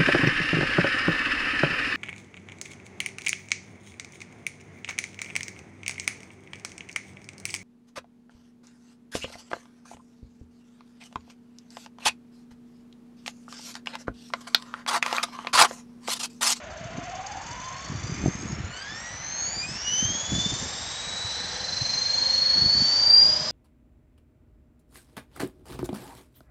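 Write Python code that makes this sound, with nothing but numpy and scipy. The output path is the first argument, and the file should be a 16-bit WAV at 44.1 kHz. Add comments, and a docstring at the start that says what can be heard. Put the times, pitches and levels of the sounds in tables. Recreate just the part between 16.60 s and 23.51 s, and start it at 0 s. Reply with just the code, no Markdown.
"""A meadow: an electric model helicopter spools up some metres from a small microphone.
The teeth of pinion and main gear whine ever higher, a stack of partials throbbing once per rotor turn and
flaring at the peaks of the gear housing. Shaft tones and noisy knocks ring the frame; the blades hiss as
shaped noise. Gusts of low noise and single eddies buffet the microphone above a distant outdoor hush."""
import sys
import numpy as np
from scipy import signal
from scipy.io import wavfile
from scipy.ndimage import uniform_filter1d

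SR = 44100
rng = np.random.default_rng(int(sys.argv[2]) if len(sys.argv) > 2 else 0)


def waveform_to_disk(signal):
    """Save audio, clipped to [-1, 1], as 16-bit WAV at the path in sys.argv[1]."""
    frames = np.transpose(np.atleast_2d(signal))
    scaled = np.clip(frames, -1, 1) * 32767
    samples = np.round(scaled).astype(np.int16)
    wavfile.write(sys.argv[1], SR, samples)


N = 304731

# tooth contacts per turn of the main rotor, the tail shaft and the motor pinion
MAIN_TEETH, TAIL_RATIO, PINION_TEETH = 170, 43.4, 14.2


def gears(hz, phase, swell, lift_db):
    """Tooth whine: uneven teeth roughen the higher partials more, pinion run-out adds side tones to each."""
    # partials of the whine ahead of the housing: multiple of tooth rate, level_db at the reference speed,
    # growth_db per octave of speed, pull_db per kHz/s of acceleration, side_db of tones one pinion turn rate away
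    partials = [(1, 1.16, 0.5, 1.5, -21.5), (2, -19, -5.5, 3.5, -14), (3, -29.5, 2, -2.5, -16.5),
                (4, -25.5, 12.5, -13.5, -8.5), (5, -30.5, 14.5, -2.3, -13), (6, -26.5, 27.5, -0.3, -8)]
    torque_lag_s = 0.12   # the motor's pull changes over this time
    pinion = np.exp(1j * (phase / PINION_TEETH + 0.9 * drift(30)))
    pull = uniform_filter1d(np.gradient(hz) * SR / 1000, int(torque_lag_s * SR))   # acceleration, kHz/s
    now_hz = np.gradient(phase) * SR / (2 * np.pi)   # tooth rate with its hurry and brake
    whine = 0
    for k, level_db, growth_db, pull_db, side_db in partials:
        k = round(k)
        skirt = from_db(-21) * k * (drift(200) + 1j * drift(200))   # roughness of uneven teeth
        flutter_db = 3.5 * drift(12) * (k > 3) + lift_db * (k > 2)
        above = housing((k + 1 / PINION_TEETH) * now_hz) * pinion
        below = housing((k - 1 / PINION_TEETH) * now_hz) / pinion
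        strands = housing(k * now_hz) * (swell + skirt)
        strands = strands + from_db(side_db) * swell * (above + below)
        gain = np.sqrt(2) * from_db(per_octave(hz, level_db, growth_db) + pull_db * pull + flutter_db)
        whine = whine + gain * (strands * np.exp(1j * k * phase)).real
    return whine


def housing(hz):
    """Gain of the gear housing for a tone of slowly moving pitch; between peaks the motions add or cancel."""
    # pitches the housing radiates best: centre_hz, width_hz, level_db, sign of motion
    peaks = [(746, 256, -40.5, 1), (1033, 149, -43.5, -1), (1740, 420, -44, 1), (1910, 60, -48.5, 1),
             (2462, 60, -36, -1), (2898, 160, -36.5, 1), (3060, 440, -36, -1), (3514, 140, -32.5, 1),
             (3987, 140, -34, -1), (4120, 340, -41, 1), (4390, 413, -22.5, -1), (4756, 100, -17, 1),
             (4804, 183, -20.5, 1), (5123, 610, -29, 1), (5630, 380, -27.5, -1), (6114, 570, -7.5, -1),
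             (6682, 310, -15.5, 1), (6876, 84, -10, -1), (7456, 1460, -17.5, 1)]
    coarse_hz = hz[::64]   # the pitch moves slowly enough for every 64th sample
    gain = 0
    for centre_hz, width_hz, level_db, sign in peaks:
        gain = gain + np.sign(sign) * from_db(level_db) / (1 + 2j * (coarse_hz - centre_hz) / width_hz) ** 2
    return np.interp(np.arange(N) / 64, np.arange(len(gain)), np.abs(gain))


def contacts(hz, throb, snatch):
    """Phase and swell of the tooth contacts: the eccentric main gear and the tail drive hurry and brake them."""
    teeth = 2 * np.pi * np.cumsum(hz) / SR
    rotor, tail = teeth / MAIN_TEETH + 0.2, teeth / TAIL_RATIO + 1.7   # radians
    loaded = np.clip((hz - 3000) / 900, 0, 1)   # the gear's run-out tells once the rotor pulls
    slack = np.clip((1150 - hz) / 300, 0, 1)    # backlash lets the tail drive jerk the slow gears
    wow = 1.15 * loaded * np.sin(rotor + 1.2) + 2.2 * slack * np.sin(tail - 1.6)
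    swell = 1 + throb * np.cos(rotor) + 0.27 * throb * np.cos(2 * rotor + 0.3)
    swell = swell * (1 + 0.45 * snatch * np.cos(tail + 1.8))
    return teeth + wow, swell, rotor, tail


def shafts(phase, swell, rotor, tones_db):
    """Drive-locked tones waver, pulse with the rotor and flare where they cross a mode of the frame."""
    # beats of motor and tail shafts with the teeth: multiple of tooth rate, relative level_db
    shaft_tones = [(.0165, 4), (.046, 3), (.0625, 3), (.125, 6), (.205, -7), (.66, -12), (.69, -10),
                   (.86, -10), (.93, 4), (.96, -8), (1.07, -10), (1.14, -6), (1.24, -2), (1.5, 2),
                   (1.93, -2), (2.07, -4)]
    tones = 0
    for multiple, level_db in shaft_tones:
        waver = 1.3 * np.sqrt(multiple) * drift(39)   # radians
        tones = tones + from_db(level_db + 2.7 * drift(3.3)) * np.cos(multiple * phase + waver)
    pulse = 1 + 0.75 * np.cos(rotor + 3.78)
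    return through_frame(from_db(tones_db + 5) * swell * pulse * tones, leak_db=-18.5)


def frame(tail, rotor, rattle_db, snatch):
    """Loose contacts ring the frame; knocks bunch with the tail-shaft turn and swell a little with the rotor."""
    bunch = np.exp(1.4 * np.cos(tail) + 1.1 * np.cos(2 * tail + 2.6) + 0.35 * drift(25))
    bunching = 1 - snatch + snatch * rms_one(bunch)
    knocks = rng.standard_normal(N) * bunching * (1 + 0.11 * np.cos(rotor + 0.5))
    knocks = butterworth(knocks, 1, 3000, "high")
    rung = through_frame(through_frame(knocks, leak_db=-14), leak_db=-12)
    return from_db(rattle_db + 7) * rms_one(rung)


def through_frame(x, leak_db):
    """The frame rings at its modes; some sound leaks past them."""
    # frame modes: centre_hz, width_hz, level_db
    modes = [(750, 80, -3), (1000, 100, -6), (3050, 160, -7), (3500, 110, -3), (4350, 150, -5),
             (4750, 170, -3), (5460, 200, -4), (6150, 200, 0), (6650, 220, -2), (7300, 250, -7)]
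    ringing = sum(from_db(level_db) * resonance(x, hz, width_hz) for hz, width_hz, level_db in modes)
    return ringing + from_db(leak_db) * x


def blades(hz, rotor, hiss_db):
    """Air over the blades: shaped noise whose treble comes up only with tip speed."""
    # colour of the blade air: pitch_hz, relative level_db per Hz
    blade_colour = [(240, -37), (400, -7), (553, -3.5), (995, 1.5), (1250, -15), (1620, 1), (2800, -20.5),
                    (4030, 4.5), (4340, -6), (6000, 1.5), (7900, -25.5), (10300, -50), (17400, -120)]
    air = coloured(blade_colour, patchy_db=2.05)
    treble = butterworth(air, 2, 3500, "high")
    dull = butterworth(air, 2, 3500, "low")
    share = np.clip(hz / 3300, 0, 1) ** 1.5
    # the minus keeps the two halves from cancelling at the crossover
    return from_db(hiss_db) * (1 + 0.1 * np.cos(rotor + 0.5)) * (dull - share * treble)


def wind():
    """Lumpy low noise, and single eddies that shove the diaphragm for a few cycles."""
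    # colour of the gusts: pitch_hz, relative level_db per Hz
    gust_colour = [(18, -44), (30, -6), (91, 1), (183, -0.5), (367, -10), (406, -15), (532, -18.5),
                   (900, -32), (1170, -69.5), (1980, -120)]
    # single eddies: start_s, level_db of the envelope's peak before flapping, pitch_hz
    buffets = [(0.208, -31, 164), (0.251, -29, 130), (1.297, -24.5, 164), (1.318, -24, 197),
               (1.348, -22, 118), (1.439, -24, 116), (1.493, -21.5, 167), (1.518, -22.5, 128),
               (1.658, -13, 295), (1.678, -13.5, 154), (1.75, -26, 186), (1.833, -28, 232),
               (1.925, -21, 149), (1.998, -22, 127), (2.037, -24, 85), (2.095, -30.5, 150),
               (3.111, -28.5, 147), (3.424, -22, 208), (3.447, -23.5, 114), (3.718, -21, 242),
               (3.735, -25, 93), (3.779, -22, 170), (3.859, -20.5, 188), (3.93, -26, 129),
               (4.644, -29.5, 103), (5.213, -22.5, 122), (5.987, -39, 148), (6.017, -25.5, 151),
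               (6.218, -23.5, 220), (6.81, -28.5, 136.2)]
    lumps = gusting() * from_db(-6 + 3.6 * drift(26)) * coloured(gust_colour, patchy_db=0.5)
    for start_s, level_db, pitch_hz in buffets:
        cycles = np.arange(int(3.5 * SR / pitch_hz)) * pitch_hz / SR
        envelope = 1.8 * cycles * np.exp(1 - 1.8 * cycles)
        shove = from_db(level_db) * envelope * np.sin(2 * np.pi * cycles)
        # hard shoves flap and brighten
        shove *= 1 + min(3.5 * from_db(level_db), 1) * np.cos(2.6 * np.pi * cycles)
        at = round(start_s * SR)
        lumps[at:at + len(shove)] += rng.choice([-1, 1]) * shove[:N - at]
    return lumps


def gusting():
    """Relative strength of the wind: a calm, and gusts that swell and fall away."""
    # gusts on the microphone: centre_s, half_length_s, relative level_db
    gusts = [(0.34, 0.12, -42.5), (1.49, 0.19, -34), (1.655, 0.042, -23), (1.905, 0.18, -35),
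             (3.082, 0.098, -47), (3.47, 0.19, -41.5), (3.749, 0.052, -28), (3.94, 0.15, -36),
             (6.018, 0.063, -31), (6.206, 0.09, -33), (6.75, 0.19, -42.5)]
    t = np.arange(N) / SR
    strength = from_db(-43.5)   # calm between gusts
    for centre_s, half_s, level_db in gusts:
        strength = strength + from_db(level_db) * np.exp(-((t - centre_s) / half_s) ** 4)
    return strength


def hush():
    """Distant outdoor hush: shaped noise with a mild flicker in each band."""
    # colour of the hush: pitch_hz, relative level_db per Hz
    hush_colour = [(18, -35), (30, -4.5), (76, 0.5), (298, -28.5), (535, -10.5), (738, -6.5), (833, -12.5),
                   (1170, -9.5), (2020, -7.5), (3700, -21), (4810, -54), (8140, -120)]
    return from_db(-42.5) * coloured(hush_colour, patchy_db=1.3)


def coloured(spectrum, patchy_db):
    """Third-octave bands of noise, each with its own level and flicker; rms 1."""
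    edges = 30 * 2 ** np.arange(0, 8.2, 1 / 3)   # Hz
    white = rng.standard_normal((2, N))   # neighbouring bands take different noise
    hz, db = np.transpose(spectrum)
    out = 0
    for k, (low, high) in enumerate(zip(edges, edges[1:])):
        level_db = np.interp(np.log(low * high) / 2, np.log(hz), db)
        if level_db > -55:   # fainter bands are left out
            band = butterworth(white[k % 2], 2, [low, high], "band")
            out = out + band * from_db(level_db + patchy_db * drift(1.9))
    return rms_one(out)


def from_db(db):
    """Gain of a level."""
    return 10 ** (np.asarray(db) / 20)


def per_octave(hz, db, growth_db):
    """A level given at a tooth rate of 2000 Hz that changes with each octave of drive speed."""
    return db + growth_db * np.log2(hz / 2000)


def rms_one(x):
    """Scaled to rms 1."""
    return x / np.sqrt(np.mean(x ** 2) + 1e-20)


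def in_time(rows):
    """Columns of a curve, one value per sample."""
    s, *columns = np.transpose(rows)
    return [np.interp(np.arange(N) / SR, s, c) for c in columns]


def drift(rate_hz):
    """Slow chance of rms 1: noise through two equal one-pole lowpasses, after a second to settle."""
    r = np.exp(-2 * np.pi * rate_hz / SR)
    return rms_one(signal.lfilter([1], [1, -2 * r, r * r], rng.standard_normal(N + SR))[SR:])


def resonance(x, hz, width_hz):
    """Two-pole peak of gain about 1."""
    r = np.exp(-np.pi * width_hz / SR)
    poles = [1, -2 * r * np.cos(2 * np.pi * hz / SR), r * r]
    return signal.lfilter([(1 - r * r) / 2, 0, (r * r - 1) / 2], poles, x)


def butterworth(x, order, hz, kind):
    """Butterworth filter with no ripple in its passband."""
    return signal.sosfilt(signal.butter(order, hz, kind, fs=SR, output="sos"), x)


def steep_low(x, hz):
    """Elliptic lowpass: a sharp edge down to a floor of -50 dB."""
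    return signal.sosfilt(signal.ellip(8, 0.5, 50, hz, fs=SR, output="sos"), x)


def scene():
    """Helicopter, wind and hush at one microphone."""
    # drive speed: time_s, tooth_rate_hz
    spool_up = [(0.0, 599), (0.12, 641), (0.38, 679), (0.62, 781), (1.0, 1012), (1.5, 1199), (2.08, 1384),
                (2.17, 1496), (2.34, 1781), (2.42, 1885), (2.85, 2198), (3.02, 2405), (3.27, 2899),
                (3.61, 3341), (4.04, 3675), (4.52, 3893), (5.48, 4177), (5.96, 4350), (6.25, 4501),
                (6.91, 5005)]
    # frame and shafts: time_s, rattle_db and tones_db ahead of fixed boosts, rotor throb 0-1,
    # lift_db of the whine partials above the second
    load = [(0, -58.5, -57.5, 0.07, -10), (.9, -50, -46, 0.3, 12), (1.5, -50, -57, 0.04, 5),
            (1.9, -54, -50, 0.14, 4.5), (2.08, -61, -57, 0, 4), (2.35, -50.5, -65, 0.2, 11.5),
            (2.6, -56, -59, 0, -2.5), (2.85, -55, -68, 0.12, 15.5), (3.7, -45, -55, 0.35, -5),
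            (3.82, -39, -45, 0.54, 2), (4.0, -44.5, -50, 0.64, .1), (4.25, -52, -54, 0.22, .1),
            (4.6, -47, -49.5, 0.12, 6), (4.9, -58, -45.5, .2, 2), (5.1, -52, -49, 0.59, 1),
            (5.6, -46.5, -42.5, 0.51, 2), (6.3, -57.5, -45.5, 0.25, -6.3), (6.91, -57, -44, 0, 1)]
    hz, = in_time(spool_up)
    rattle_db, tones_db, throb, lift_db = in_time(load)
    taut = np.clip((hz - 1450) / 150, 0, 1)   # the drive pulls taut from 1450 to 1600 Hz tooth rate
    snatch = 0.55 - 0.15 * taut   # tail-shaft snatch, 0-1
    phase, swell, rotor, tail = contacts(hz, np.clip(throb, 0, 1), snatch)
    craft = gears(hz, phase, swell, lift_db)
    craft = craft + shafts(phase, swell, rotor, tones_db)
    craft = craft + frame(tail, rotor, rattle_db, snatch)
    craft = craft + blades(hz, rotor, per_octave(hz, -45, 7))
    return (craft + wind() + hush())[None]


def record(dry):
    """Sampled slowly, then smoothed steeply: the top of the band returns as a faint mirror above half the rate."""
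    sampling_hz, cutoff_hz = 16000, 8900
    dry = butterworth(dry, 2, 50, "high")   # small microphone
    dry = butterworth(dry, 4, 7000, "low")
    band = steep_low(dry, 7950)
    mirror = 2 * band * np.cos(2 * np.pi * sampling_hz * np.arange(N) / SR)
    smooth = butterworth(band + mirror, 18, 7900, "low")
    return steep_low(smooth, cutoff_hz)


dry = scene()
out = record(dry)
waveform_to_disk(out)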